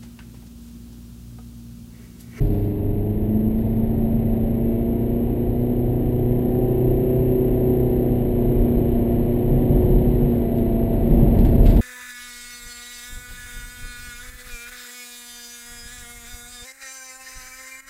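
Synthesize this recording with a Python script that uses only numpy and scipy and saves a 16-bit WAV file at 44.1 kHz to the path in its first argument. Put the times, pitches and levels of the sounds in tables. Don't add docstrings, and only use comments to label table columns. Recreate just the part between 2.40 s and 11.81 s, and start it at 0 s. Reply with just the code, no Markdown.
import sys
import numpy as np
from scipy import signal
from scipy.fft import rfft, irfft, next_fast_len
from scipy.io import wavfile
from scipy.ndimage import uniform_filter1d, map_coordinates

SR = 44100
rng = np.random.default_rng(int(sys.argv[2]) if len(sys.argv) > 2 else 0)


def unload_wav(signal):
    wavfile.write(
        sys.argv[1],
        SR,
        np.round(np.clip(np.atleast_2d(signal).T, -1, 1) * 32767).astype(np.int16),
    )


N = 414981

# time_s, firing_hz
FIRING_CURVE = [(0, 103.2), (.3, 101.3), (.75, 104.5), (1.25, 111.7), (1.5, 112.6), (2.03, 113.4),
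                (2.55, 117.3), (3.2, 120.9), (4.0, 122.2), (4.4, 125), (4.85, 126.2), (5.5, 123.5),
                (6.6, 118), (7.2, 120.8), (7.72, 122), (8.1, 116.7), (8.6, 115.9), (9.41, 115)]
# time_s, load_db
LOAD_CURVE = [(0, -3), (.8, -4.5), (1.9, -1), (3.3, -2.25), (4.7, 1.1), (6.3, 0.17), (7.6, 0.5),
              (8.1, -0.9), (9.41, -1.5)]
# line_hz, level_db
CABIN_RESPONSES = [
    [(103, -25.5), (113, -27), (116, -33), (119, -31), (122, -27.5), (126, -24.5)],
    [(205, -33), (210, -30), (216, -19.5), (226, -23), (237, -24), (244, -25.5), (252, -28)],
    [(309, -27), (315, -29), (324, -23.5), (335, -37), (340, -46.5), (345, -30.5), (365, -27), (372, -24.5),
     (378, -23.5)],
    [(416, -33), (436, -36), (453, -49), (468, -40), (504, -37.5)],
]
HARMONIC_LOAD_SHARES = [.1, 0.31, 1.4, .3]
# firing_multiple, level_db
GROWL_LINES = [(0.749, -43.5), (1.25, -38), (1.75, -41), (2.25, -40.5), (2.5, -38.5), (2.75, -41.5),
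               (3.25, -41.5), (3.5, -44.5), (3.75, -45), (4.25, -47), (4.5, -53), (4.75, -53), (5.0, -52),
               (5.25, -52.5), (5.5, -70), (5.75, -54.5), (6.0, -62.5), (6.25, -58), (6.5, -70), (6.75, -62),
               (7.0, -62.5), (7.25, -66.5), (7.75, -63.5), (8.0, -62.5), (8.25, -66)]
# centre_hz, half_width_hz, lift_db
PANEL_RESONANCES = [(342.8, 5.5, 10), (379.3, 9.8, 8.5), (432.6, 16, 7.5), (565, 11, 7.5),
                    (672, 17.6, 16.5), (769.3, 16, 14.5)]
# line_hz, level_db
BUZZ_LEVELS = [(1000, -65), (1250, -84), (1600, -82.5), (1950, -73.5), (2400, -77), (3000, -77),
               (3600, -90.5)]
# frequency_hz, density_db
HISS_SPECTRUM = [(700, -31), (1100, -4.5), (1600, -3), (1900, 0.5), (2400, -5.5), (2900, -5), (3300, -8.5),
                 (4000, -10.5), (4600, -21), (6000, -34), (8000, -20.5), (15000, -28)]
# frequency_hz, density_db
BOOM_SPECTRUM = [(8, -31), (17, -16), (25, 4.5), (46, 3), (62, 1), (75, -10.5), (180, -120)]
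# frequency_hz, density_db
RUMBLE_SPECTRUM = [(55, -21.5), (76, -5), (88, 1), (101, 0.5), (120, -2), (144, -1.5), (173, -8.5),
                   (210, -3.5), (260, -5.5), (300, -17.5), (700, -120)]
# frequency_hz, density_db
ROAR_SPECTRUM = [(200, -48.5), (285, 1), (340, 0), (420, -6), (500, -7), (590, -5), (635, -12.5), (668, -6),
                 (700, -8.5), (820, -20), (920, -20), (1150, -33), (2600, -120)]
# frequency_hz, density_db
RATTLE_SPECTRUM = [(800, -26), (1400, 3.5), (2800, 0.5), (4000, -1.5), (5000, -7.5), (6000, -16),
                   (7500, -15), (12000, -29.5)]
# time_s, coarseness_db
SURFACE_CURVE = [(0, -1.5), (1.0, -1), (1.8, 0.5), (2.6, -1.5), (4.0, -0.5), (5.85, -0.5), (6.3, 2.5),
                 (7.0, 0), (7.4, 6.5), (8.05, 0.5), (8.45, .5), (8.75, 7.5), (9.41, 9.5)]
# start_db (before the surface), rise_db_per_s, surface_share [dB per dB]
HISS_LEVEL_LAW = (-57.5, 0.46, 0.26)
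BOOM_LEVEL_LAW = (-26.5, .05, 1.1)
RUMBLE_LEVEL_LAW = (-27.5, 0.12, 1.0)
ROAR_LEVEL_LAW = (-36, 0.61, 0.45)
# start_s, hold_s (from the start, attack included), level_db
CHATTER_FITS = [(0, .24, -59), (1.165, 0.22, -69), (7.354, 0.11, -68.5), (7.862, .1, -65),
                (8.15, .02, -64.5), (8.673, .06, -64.5), (8.936, 0.33, -60), (9.233, 0.19, -54.5)]
# start_s, level_db
TICK_EVENTS = [(1.179, -54), (2.61, -51), (3.21, -50.5), (8.18, -47.5), (8.988, -42.5), (9.048, -37),
               (9.255, -42), (9.262, -37), (9.295, -40.5), (9.308, -46.5), (9.362, -39.5)]
# start_s, body_boom_db, cabin_air_db
BUMP_EVENTS = [(0.002, -15, -17.5), (6.062, -22.5, -18), (6.15, -16, -23), (7.11, -27, -13.5),
               (7.301, -19, -13), (7.434, -25.5, -20.5), (7.496, -13.5, -29), (7.821, -26, -17),
               (8.708, -15, -16.5), (8.823, -24.5, -12), (8.99, -20, -23), (9.165, -16, -16),
               (9.248, -12.5, -22)]
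# mode_hz, t60_s
BUMP_MODES = [(37, 0.69), (138, 0.27)]

JOSTLE_DB_PER_DB = 0.16
CHATTER_ATTACK_S, CHATTER_RELEASE_S = 0.0067, 0.11
CONTACTS_PER_S, CONTACT_T60_S = 2000, 0.012
TICK_TRIM_DB, BUMP_TRIM_DB = -7.5, 4.5
RIPPLE_HZ, RIPPLE_DB, SLOPE_TOP_HZ, TOP_HZ = 12000, 7.0, 5500, 15290


def amp(db):
    return 10 ** (np.asarray(db) / 20)


def unit(x):
    return x / np.sqrt(np.mean(x ** 2) + 1e-20)


def along(points, hz):
    point_hz, values = np.transpose(points)
    return np.interp(np.log(hz + 1), np.log(point_hz), values)


def curves(rows):
    time_s, *columns = np.transpose(rows)
    return [np.interp(np.arange(N) / SR, time_s, column) for column in columns]


def wobble(knots_per_s):
    knots = rng.standard_normal(1024)
    positions = np.linspace(0, knots_per_s * N / SR, 4096)
    coarse = map_coordinates(knots, [positions], mode="wrap")
    return np.interp(np.linspace(0, 1, N), np.linspace(0, 1, len(coarse)), coarse)


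def filtered(x, response):
    size = next_fast_len(N + SR // 4, True)
    spectrum = rfft(x, size) * response(np.fft.rfftfreq(size, 1 / SR))
    return irfft(spectrum, size)[:N]


def coloured(x, spectrum):
    return unit(filtered(x, lambda hz: amp(along(spectrum, hz))))


def noise(spectrum):
    return coloured(rng.standard_normal(N), spectrum)


def even(x, window_s):
    size = int(window_s * SR)
    power = uniform_filter1d(uniform_filter1d(x * x, size), size)
    return x / np.sqrt(np.abs(power) + 1e-9)


def line(phase, multiple):
    turns = (multiple * phase + rng.random()) % 1
    return np.sqrt(2) * np.sin((2 * np.pi * turns).astype(np.float32))


def road_db(law):
    start_db, rise_db_per_s, surface_share = law
    surface_db, = curves(SURFACE_CURVE)
    return start_db + rise_db_per_s * np.arange(N) / SR + surface_share * surface_db


def drone(phase, firing_hz, load_db, waver_db):
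    surface_db, = curves(SURFACE_CURVE)
    unsteady_db = waver_db + JOSTLE_DB_PER_DB * np.maximum(surface_db, 0)
    out = np.zeros(N)
    for k, (response, share) in enumerate(zip(CABIN_RESPONSES, HARMONIC_LOAD_SHARES), 1):
        level_db = along(response, k * firing_hz) + share * load_db + unsteady_db * wobble(7)
        out += amp(level_db) * line(phase, k)
    return out


def growl(phase, firing_hz, waver_db):
    grid_hz = np.arange(SR // 32)
    lift_db = sum(db / (1 + ((grid_hz - hz) / half_width_hz) ** 2)
                  for hz, half_width_hz, db in PANEL_RESONANCES)
    out = np.zeros(N)
    for k, db in GROWL_LINES:
        lift = np.interp(k * firing_hz, grid_hz, amp(lift_db))
        out += amp(db + waver_db * wobble(4)) * lift * line(phase, k)
    return out


def buzz(phase, firing_hz, scatter_db):
    multiples = np.arange(37, 112) / 4
    speeds_hz = np.linspace(firing_hz.min(), firing_hz.max(), num=8)
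    out = np.zeros(N)
    for k in multiples:
        level_db = along(BUZZ_LEVELS, k * speeds_hz) + scatter_db * rng.standard_normal(len(speeds_hz))
        out += np.interp(firing_hz, speeds_hz, amp(level_db)) * line(phase, k)
    return out


def engine_hiss(phase, load_db):
    per_cycle = 1 / 4
    pulses = 1 + 0.076 * line(phase, 0.96)
    pulses += 0.1 * line(phase, per_cycle)
    pulses += 0.08 * line(phase, 1 - per_cycle)
    level = amp(road_db(HISS_LEVEL_LAW) + 0.25 * load_db)
    return level * unit(pulses) * noise(HISS_SPECTRUM)


def engine():
    firing_hz, = curves(FIRING_CURVE)
    load_db, = curves(LOAD_CURVE)
    phase = np.cumsum(firing_hz * (1 + 0.00094 * wobble(14))) / SR
    low = drone(phase, firing_hz, load_db, waver_db=1.02)
    middle = amp(load_db) * growl(phase, firing_hz, waver_db=2.0)
    high = amp(1.6 * load_db - 2.5) * buzz(phase, firing_hz, scatter_db=5.0)
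    return low + middle + high + engine_hiss(phase, load_db)


def road():
    boom = amp(road_db(BOOM_LEVEL_LAW)) * even(noise(BOOM_SPECTRUM), window_s=0.45)
    rumble = amp(road_db(RUMBLE_LEVEL_LAW)) * even(noise(RUMBLE_SPECTRUM), window_s=0.11)
    roar = amp(road_db(ROAR_LEVEL_LAW)) * noise(ROAR_SPECTRUM)
    return boom + rumble + roar


def chatter():
    t = np.arange(N) / SR
    strength = np.zeros(N)
    for start_s, hold_s, db in CHATTER_FITS:
        attack = np.clip((t - start_s) / CHATTER_ATTACK_S, 0, 1)
        release = np.exp(-np.maximum(t - start_s - hold_s, 0) / CHATTER_RELEASE_S)
        strength += amp(db) * attack * release
    return strength


def trim(tick_t60_s):
    t = np.arange(SR // 8) / SR
    contacts = (rng.random(N) < CONTACTS_PER_S / SR) * rng.uniform(0.2, 1, N)
    bursts = signal.fftconvolve(contacts, amp(-60 * t / CONTACT_T60_S))[:N]
    envelope = chatter() * unit(bursts)
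    tick = amp(-60 * t / tick_t60_s) * (1 - np.exp(-t / 0.00035))
    for start_s, db in TICK_EVENTS:
        span = envelope[round(start_s * SR):][:len(t)]
        span += amp(db + TICK_TRIM_DB) * tick[:len(span)]
    return envelope * noise(RATTLE_SPECTRUM)


def bumps(rise_s):
    t = np.arange(SR // 2) / SR
    out = np.zeros(N + SR)
    swell = 1 - np.exp(-(t / rise_s) ** 2)
    for start_s, *levels_db in BUMP_EVENTS:
        detunes = rng.normal(1, 0.036, len(BUMP_MODES))
        for (hz, t60_s), db, detune in zip(BUMP_MODES, levels_db, detunes):
            decay = amp(db + BUMP_TRIM_DB - 60 * t / t60_s)
            ring = decay * swell * np.sin(2 * np.pi * hz * detune * t)
            out[round(start_s * SR):][:len(t)] += ring
    return out[:N]


def scene():
    return (engine() + road() + trim(tick_t60_s=0.12) + bumps(rise_s=0.0062))[None]


def record(dry):
    sound = dry[0] * signal.windows.tukey(N, 0.002)
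    slope = filtered(sound, lambda hz: 1j * hz / RIPPLE_HZ * (hz < SLOPE_TOP_HZ))
    ripple = np.cos(2 * np.pi * RIPPLE_HZ * np.arange(N) / SR)
    rippled = sound + amp(RIPPLE_DB) * slope * ripple
    return filtered(rippled, lambda hz: hz < TOP_HZ)[None]


dry = scene()
out = record(dry)
unload_wav(out)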